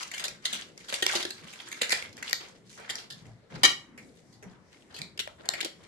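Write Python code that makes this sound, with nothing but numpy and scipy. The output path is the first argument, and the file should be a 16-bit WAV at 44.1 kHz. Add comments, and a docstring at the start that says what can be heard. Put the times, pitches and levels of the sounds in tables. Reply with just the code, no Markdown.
"""Waxed butter paper is unfolded and torn by hand: crease snaps, each a flurry of noise ticks ringing
a small panel and a hollow packet, over a rustle of countless random folds in half-octave bands.
A knife cuts through onto a dish, heard as a crack, rough decaying modes and a counter knock.
Feet shift on the floor as soft low thuds, above a steady household rumble and hiss.
A small hard kitchen adds a short diffuse tail; a camera with two spaced ports hears it all."""
import sys
import numpy as np
from scipy import signal
from scipy.io import wavfile
from scipy.ndimage import uniform_filter1d

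SR = 44100
rng = np.random.default_rng(int(sys.argv[2]) if len(sys.argv) > 2 else 0)


def transcribe(u):
    """Save the signal u as a 16-bit wav file named by the first command-line argument.

    u: samples, shape (n,) or (channels, n), limited to [-1, 1]; the rate is SR.
    q: integer samples, one column per channel.
    """
    v = np.clip(np.atleast_2d(u).T, -1, 1)
    q = np.round(v * 32767).astype(np.int16)
    wavfile.write(sys.argv[1], SR, q)


N = 258867  # length in samples

# Spectrum of the waxed sheet. Each row: frequency in Hz, relative level in dB per Hz.
PAPER_SPECTRUM = [(180, -35), (300, -19.5), (352, -9.5), (818, -6.5), (2060, -1.5), (2540, -0.5),
                  (3120, -1), (6590, -5), (9510, -16.5), (11900, -31.5), (13500, -61.5)]
# How the hands move about. Each row: time in seconds, left minus right in dB,
# base level of the snaps' top treble in dB.
HAND_MOVES = [(0.3, 2.2, -37), (1.1, 0, -10), (1.8, -1.5, -31), (2.3, 0.8, -2.5), (3.0, -0.2, -16),
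              (5.0, 2, -8), (5.6, 3.5, -12)]
HALF_OCTAVES_HZ = 280 * 2 ** np.arange(0, 5.7, .5)


def undb(db):
    """Decibels to amplitude."""
    return 10 ** (np.asarray(db) / 20)


def unit(x):
    """Scale to an RMS of 1."""
    return x / np.sqrt(np.mean(x ** 2))


def peak_one(x):
    """Scale to a peak of 1."""
    return x / abs(x).max()


def at_hz(table, hz):
    """Read a (Hz, value) table on a log-frequency axis."""
    table_hz, values = np.array(table).T
    return np.interp(np.log(hz), np.log(table_hz), values)


def band(x, hz, width):
    """Two-pole resonance, gain 1 at the centre."""
    return signal.lfilter(*signal.iirpeak(min(hz, .45 * SR), hz / width, fs=SR), x)


def band_twice(x, hz, width):
    """The same resonance twice over, for steeper skirts."""
    return band(band(x, hz, width), hz, width)


def coloured(x, table):
    """Sum of half-octave bands weighted by a spectrum."""
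    return sum(undb(at_hz(table, hz)) * band_twice(x, hz, hz / 2) for hz in HALF_OCTAVES_HZ)


def walk(rate):
    """Random level that glides to a new value every 1 / rate seconds."""
    k = int(SR / rate)
    held = np.repeat(rng.standard_normal(N // k + 1), k)
    return 0.99 * uniform_filter1d(held, k)[:N]


def add(out, s, sound, pan_db):
    """Mix a sound in at time s; pan_db is left minus right."""
    i = int(s * SR)
    sides = undb(np.array([[pan_db], [-pan_db]]) / 2)
    out[:, i:i + sound.shape[-1]] += sides * sound[..., :N - i]


def burst(noise, rise_ms, t60):
    """Noise that swells exponentially and falls 60 dB in t60 seconds."""
    t = np.arange(noise.shape[-1]) / SR
    return noise * (1 - np.exp(-t * 1000 / rise_ms)) * 1000. ** (-t / t60)


def two_ways(a, c, apart):
    """One excitation as it reaches two ports: a shared part and a part of opposite sign."""
    return np.array([a + apart * c, a - apart * c])


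def house():
    """Steady rumble and hiss; the bass is much alike at both ports, the treble unrelated."""
    # Each row: frequency in Hz, relative level in dB per Hz.
    house_spectrum = [(18, -44), (30, -11.5), (171, 7.5), (292, 1.5), (539, -2.5), (771, -14), (1890, -15),
                      (2560, -27.5), (7500, -24), (9200, -44), (11600, -45), (13500, -52)]
    level_db = -57.5  # RMS, before the 1.2 dB lift left and cut right
    out = 0
    for hz in 30 * 2 ** np.arange(0, 8.9, .5):
        mid, side = (band_twice(rng.standard_normal(N), hz, hz / 2) for _ in range(2))
        wide = np.clip(0.33 + hz / 2800.0, 0, 1)
        level = undb(at_hz(house_spectrum, hz) + 4.7 * walk(8.0))  # each band wavers on its own
        out = out + level * two_ways(mid, side, wide)
    return unit(out) * undb(level_db + np.array([[1.2], [-1.2]]))


def kitchen(x):
    """Diffuse echoes: noise dying away octave by octave, building up over the first milliseconds."""
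    # Each row: frequency in Hz, time to fall 60 dB in seconds.
    decay_times = [(100, 0.55), (1000, 0.2), (4000, 0.34), (12000, 0.14)]
    room_db, build_s = -9, .012
    t, tail = np.arange(SR // 2) / SR, 0
    for hz in 90 * 2 ** np.arange(0, 8):
        mid, side = rng.standard_normal((2, len(t)))
        both = two_ways(mid, side, np.clip(hz / 630.0, 0, 1))  # the bass is narrower
        tail = tail + band(both, hz, 1.8 * hz) * 1000. ** (-t / at_hz(decay_times, hz))
    tail = tail * np.clip(t / build_s, 0, 1) ** 2
    tail = tail / np.linalg.norm(tail, axis=1, keepdims=True)
    # the right channel alone feeds both tails
    return undb(room_db) * signal.fftconvolve(x[1:], tail, axes=1)[:, :N]


def steps():
    """Soft pushes that ring a floorboard; the boards reach the two ports by different paths."""
    # Weight shifting on the floor. Each row: time in seconds (the swell starts 10 ms ahead),
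    # peak level in dB, board pitch in Hz.
    footfalls = [(0.523, -45, 223), (1.418, -42.5, 178), (2.071, -51, 102), (3.218, -47.5, 107.7),
                 (3.26, -41.5, 110.8), (3.519, -33.5, 171), (3.558, -35, 139), (4.445, -38, 175.5),
                 (4.994, -38, 168.5)]
    out, noise = np.zeros((2, N)), rng.standard_normal((len(footfalls), 2, SR // 2))
    for (s, db, hz), (a, c) in zip(footfalls, noise):
        push = burst(two_ways(a, c, .36), rise_ms=22.0, t60=0.3)
        board = band(band(push, hz, 0.19 * hz), hz, 1.0 * hz)
        broad = band(band(push, 0.66 * hz, 6.2 * hz), 0.96 * hz, 2.2 * hz)
        add(out, s - .01, undb(db) * peak_one(board + 0.17 * broad), 1.5)
    return out


def cut():
    """The blade lands on the dish; dish and cutlery rattle, so each mode is a rough band, not a line."""
    # Modes of dish and cutlery. Each row: frequency in Hz, width in Hz before broadening,
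    # relative level in dB.
    dish_modes = [(331, 60, -11), (1185, 84, -8.5), (1377, 25, -12.5), (1794, 18, -1.5), (1906, 21, -3),
                  (2230, 30, -5), (2290, 20, -3), (2390, 59, -8), (2910, 24, -5), (3030, 84, 1.5),
                  (3171, 15, -5.5), (3215, 42, -6.5), (3760, 26, -5), (3904, 76, 0), (4200, 35, -7.5),
                  (4753, 42, 0.5), (5400, 41, -7.5), (5630, 90, -7), (6130, 90, -6.5), (6760, 58, -7),
                  (7150, 200, -10), (7780, 150, -11.5), (8240, 220, -14.5), (10670, 520, -12),
                  (11000, 340, -17.5)]
    cut_s, cut_db, pan_db = 3.6328, -5, 2.2
    t60_s, t60_per_octave = 0.15, 0.93  # at 3 kHz; higher modes die sooner
    out, ring, settle = np.zeros((2, N)), 0, 8192  # samples for the filters to settle
    rattle = rng.standard_normal((len(dish_modes), 2, SR // 2 + settle))
    for (hz, width, db), noise in zip(dish_modes, rattle):
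        mode = band(band(noise, hz, 1.9 * width), hz, 3 * width)[:, settle:]
        mode = burst(mode, 3.9, t60_s * t60_per_octave ** np.log2(hz / 3000))
        ring = ring + undb(db) * unit(mode)
    chatter = undb(4.0 * walk(120)[:SR // 2])  # the blade chatters on the glaze
    add(out, cut_s, undb(cut_db - 30.0) * ring * chatter, pan_db)

    crack = coloured(burst(rng.standard_normal((2, 8192)), 0.56, 0.044), PAPER_SPECTRUM)
    add(out, cut_s, undb(cut_db - 2.0) * peak_one(crack), pan_db)

    # the counter under the dish
    knock = burst(rng.standard_normal(8192), 1.0, 0.1)
    counter = band(knock, 865, 390)
    counter = counter + undb(-1.5) * band(band(knock, 270, 80), 255, 150)
    counter = counter + undb(-8.5) * band(band(knock, 55, 50), 55, 80)
    add(out, cut_s, undb(cut_db - 8.5) * peak_one(counter), pan_db)
    return out


def handling():
    """Bouts swell, hold and die away; overlapping bouts add up, their tilts averaged by strength."""
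    # Bouts of handling the paper. Each row: start in seconds, hold in seconds, rustle level in dB,
    # treble tilt in dB per octave.
    bouts = [(-0.04, 0.013, -32.5, 0.5), (0.1, 0.12, -39, -2), (0.417, 0.15, -38, 1),
             (0.756, 0.05, -47, 1.5), (0.86, 0.072, -34, 0), (1.055, 0.1, -29, 1.5), (1.307, 0.29, -47, 1),
             (1.57, 0.21, -49, 0.5), (1.804, 0.17, -42, 1), (2.144, 0.012, -47.5, -5),
             (2.22, 0.043, -39.5, 1), (2.38, 0.046, -43, -2.5), (2.639, 0.044, -50, 4.5),
             (2.752, 0.052, -47, -3), (2.866, 0.069, -45, -5), (3.135, 0.05, -52, 3.4),
             (3.487, 0.044, -46.5, -4.5), (3.965, 0.17, -64.5, 4), (4.447, 0.034, -61, -3),
             (4.684, 0.06, -57.5, 1.5), (4.878, 0.09, -51.5, -3.5), (5.371, 0.094, -51, -7.5),
             (5.546, 0.032, -41.5, -3.5), (5.773, 0.092, -59.5, -3)]
    attack_s, fall_db_s = 0.036, 165
    start, hold, db, tilt = np.array(bouts).T[..., None]
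    grid_s = np.arange(0, N, 44) / SR  # about one point per millisecond
    t = grid_s - start
    fallen_db = fall_db_s * np.maximum(t - attack_s - hold, 0)
    gain = np.clip(t / attack_s, 0, 1) ** 2 * undb(db - fallen_db)
    total = gain.sum(axis=0) + 1e-9
    mean_tilt = (gain * tilt).sum(axis=0) / total
    return (np.interp(np.arange(N) / SR, grid_s, curve) for curve in (total, mean_tilt))


def folds(hz):
    """Sparse folds that only panels of one size answer; each dies away over some ten cycles."""
    sizes = undb(4.5 * np.minimum(rng.exponential(size=N), 3))
    hits = min(hz / 1500, 1) * sizes * (rng.random(N) < 60 / SR)  # about 60 a second
    return signal.lfilter([1], [1, -np.exp(-hz / SR / 9.9)], hits)


def rustle():
    """Countless small folds: ticks of very unequal size, partly common to all bands, in uneven flurries."""
    gain, tilt = handling()
    sizes = undb(3.1 * np.minimum(rng.exponential(size=N), 5))
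    common = sizes * (rng.random(N) < .01)
    common = signal.lfilter([1], [1, -.97], common)  # each fold lasts about a millisecond
    flurry_db, out = 3.5 * walk(60), 0
    for hz in HALF_OCTAVES_HZ:
        a, c = rng.standard_normal((2, N))
        strength = 0.73 + 0.51 * common + 1.4 * folds(hz)
        flutter = undb(-6.5 + flurry_db + 3.0 * walk(55))  # shared flurry plus the band's own
        ticks = two_ways(a, c, 0.91) * strength * flutter
        colour = undb(at_hz(PAPER_SPECTRUM, hz) + tilt * np.log2(hz / 3000))
        out = out + colour * band_twice(ticks, hz, hz / 2)
    hand_s, hand_pan_db, _ = np.transpose(HAND_MOVES)
    pan_db = np.interp(np.arange(N) / SR, hand_s, hand_pan_db)
    return out * gain * undb(np.array([pan_db, -pan_db]) / 2)


def snaps():
    """A crease buckles in a flurry of ticks; they ring a small panel of paper and thump the packet."""
    # Each row: start in seconds, peak of the sheet sound in dB, panel pitch in Hz,
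    # hollow knock in dB relative to that peak, nominal fall in ms.
    creases = [(0.0282, -22.5, 2900, -39, 5), (0.1126, -23, 2090, -25, 6), (0.134, -25, 2960, -33, 22),
               (0.177, -23.5, 2300, -24, 9), (0.1938, -23, 3370, -24, 10.4), (0.2372, -16.5, 3580, -18, 8),
               (0.25, -18, 3800, -17.5, 9), (0.2786, -19, 4970, -15, 8), (0.452, -11.5, 3540, -35, 7.4),
               (0.525, -15.5, 3520, -21, 19), (0.775, -30.5, 5060, -18, 2.8), (0.8802, -27, 3820, -20, 21),
               (0.9232, -17, 1750, -11.5, 6.1), (0.938, -12.5, 3500, -38, 6.1),
               (1.021, -11.5, 3240, -10, 10.7), (1.063, -6, 3440, -18.5, 2.1),
               (1.15, -15.5, 3860, -7.5, 15.4), (1.1956, -23.5, 3960, -7.5, 15),
               (1.225, -20.5, 3660, -26, 5.1), (1.249, -16, 3700, -13, 4.6), (1.2578, -39, 2000, -4, 1.6),
               (1.303, -22, 4200, -23, 4.5), (1.5238, -31, 2620, -23, 24), (1.6855, -31.5, 6800, -34, 1.8),
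               (1.714, -25, 2040, -29, 4.7), (1.725, -21, 2120, -33, 3.6), (1.811, -16, 1960, -27, 11),
               (1.8156, -6.5, 2750, -18.5, 6.6), (1.827, -18.5, 2100, -24, 14),
               (1.8928, -18, 2010, -23, 1.9), (1.9005, -14.5, 2070, -53, 28),
               (1.9202, -7.5, 4070, -29.5, 2.7), (1.925, -9, 2300, -10, 4), (2.022, -23, 2380, -19, 2.7),
               (2.126, -35, 4330, -30, 5.6), (2.167, -32, 4850, -37, 2), (2.175, -36, 1920, -6, 11.4),
               (2.2244, -21, 1900, -19.5, 4), (2.294, -22, 4800, -22, 2), (2.307, -25, 2060, -16, 6),
               (2.328, -6.5, 4780, -31.5, 1.5), (2.796, -38, 1710, 2.5, 8.7),
               (2.891, -24.5, 1960, -15, 6.8), (2.896, -16.5, 3240, -25, 7.1), (2.903, -20.5, 3650, -19, 6),
               (2.9529, -17.5, 4860, -47, 5), (2.979, -29.5, 4140, -30, 32), (3.0988, -27, 3640, -29, 25),
               (3.9735, -36, 2020, -12.5, 19), (4.322, -48, 4400, -25, 29), (4.4231, -37.5, 1790, -4, 13.8),
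               (4.939, -31.5, 4220, -18, 25.4), (4.96, -29.5, 3320, -36, 27),
               (4.987, -29.5, 2000, -21, 3.4), (5.0149, -17, 3840, -40, 4.1), (5.1739, -28.5, 2850, -23, 3),
               (5.19, -13, 2900, -29, 8.8), (5.2731, -32.5, 1560, 6.5, 1.49), (5.453, -33, 1980, -14, 8),
               (5.4875, -7, 3940, -14, 1.07), (5.497, -36, 5800, -24, 4.4), (5.534, -22, 2060, -10, 12.6),
               (5.603, -17.5, 2060, -28, 3), (5.6084, -15.5, 2960, -26, 5), (5.6269, -22, 3000, -13, 4),
               (5.645, -16, 3980, -15.5, 4.8), (5.657, -27, 3040, 0, 3.2)]
    # The hollow knock as the packet changes shape in the hands. Each row: time in seconds, pitch in Hz.
    packet_pitch = [(0.2, 602), (0.93, 542), (1.03, 373), (1.15, 349), (1.5, 358), (1.82, 460), (3.1, 425),
                    (5.2, 414), (5.3, 667), (5.5, 705), (5.63, 324)]
    glint_hz, glint_width_hz, loud_snap_db = 11800, 6800, -15
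    hand_s, hand_pan_db, hand_top_db = np.transpose(HAND_MOVES)
    out, noise = np.zeros((2, N)), rng.standard_normal((len(creases), 3, 4096))
    random_places = rng.random((len(creases), 5))
    t = np.arange(4096) * 1000 / SR  # ms
    for (s, db, hz, knock_db, fall_ms), (a, b, c), places in zip(creases, noise, random_places):
        rise_ms = 2.019 + 0.1164 * fall_ms  # a longer flurry also starts more slowly
        knock_hz = np.interp(s, *np.transpose(packet_pitch))
        pan_db = np.interp(s, hand_s, hand_pan_db)
        top_db = np.interp(s, hand_s, hand_top_db)

        # uneven ticks around the main crack
        fall = np.exp(-(abs(t - rise_ms) / (1.185 * fall_ms)) ** 1.4)
        shape = np.where(t < rise_ms, (t / rise_ms) ** 2, fall)
        crack = 1.2 * np.exp(-(4 * (t - rise_ms)) ** 2)
        flurry = shape * undb(25 * uniform_filter1d(b, size=40)) + crack
        ticks = flurry * two_ways(a, c, 0.84)  # the sheet radiates unevenly towards the two ports

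        panel = band(band(ticks, hz, .2 * hz), hz, hz)
        sheet = unit(coloured(ticks, PAPER_SPECTRUM)) + 1.6 * unit(panel)
        # a few narrow resonances at random pitches colour each snap
        pitches = 1700 * 4.5 ** places
        resonances = sum(band(band(ticks, f, .06 * f), f, f) * 3000 / f for f in pitches)
        sheet = sheet + 1.3 * unit(resonances)
        # quick, hard snaps are brighter
        glint_db = top_db - 1.6 * np.log2(fall_ms) + .25 * (db - loud_snap_db)
        sheet = sheet + undb(glint_db) * unit(band_twice(ticks, glint_hz, glint_width_hz))

        knock = band(ticks[0], knock_hz, 0.095 * knock_hz) + 0.26 * ticks[0]
        knock = band(knock, knock_hz, 3.7 * knock_hz)
        knock = band(knock, 1.7 * knock_hz, 1.86 * knock_hz)  # a small packet gives no deep bass
        add(out, s, undb(db) * (peak_one(sheet) + undb(knock_db) * peak_one(knock)), pan_db)
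    return out


def scene():
    """Paper and knife, direct and through the kitchen, over the floor and the household."""
    hands = snaps() + rustle() + cut()
    port_lag_ms = .41
    lag = int(round(port_lag_ms * SR / 1000))
    left = np.r_[np.zeros(lag), hands[0, :N - lag]]  # the left port hears it later
    direct = np.array([left, hands[1]])
    return direct + kitchen(hands) + steps() + house()


def record(dry):
    """The camera's case colours the sound; the loudest peaks are rounded and the top is cut."""
    # Resonance and hollow of the case. Each row: centre in Hz, width in Hz,
    # share added to the sound (negative for the hollow).
    case_modes = [(2006, 240, 0.13), (2550, 360, -0.19)]
    top_hz = 13600
    heard = dry + sum(share * band(dry, hz, width) for hz, width, share in case_modes)
    rounded = 1.3 * np.tanh(heard / 1.3)
    return signal.sosfilt(signal.ellip(8, .2, 70, top_hz, fs=SR, output="sos"), rounded)


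dry = scene()
out = record(dry)
transcribe(out)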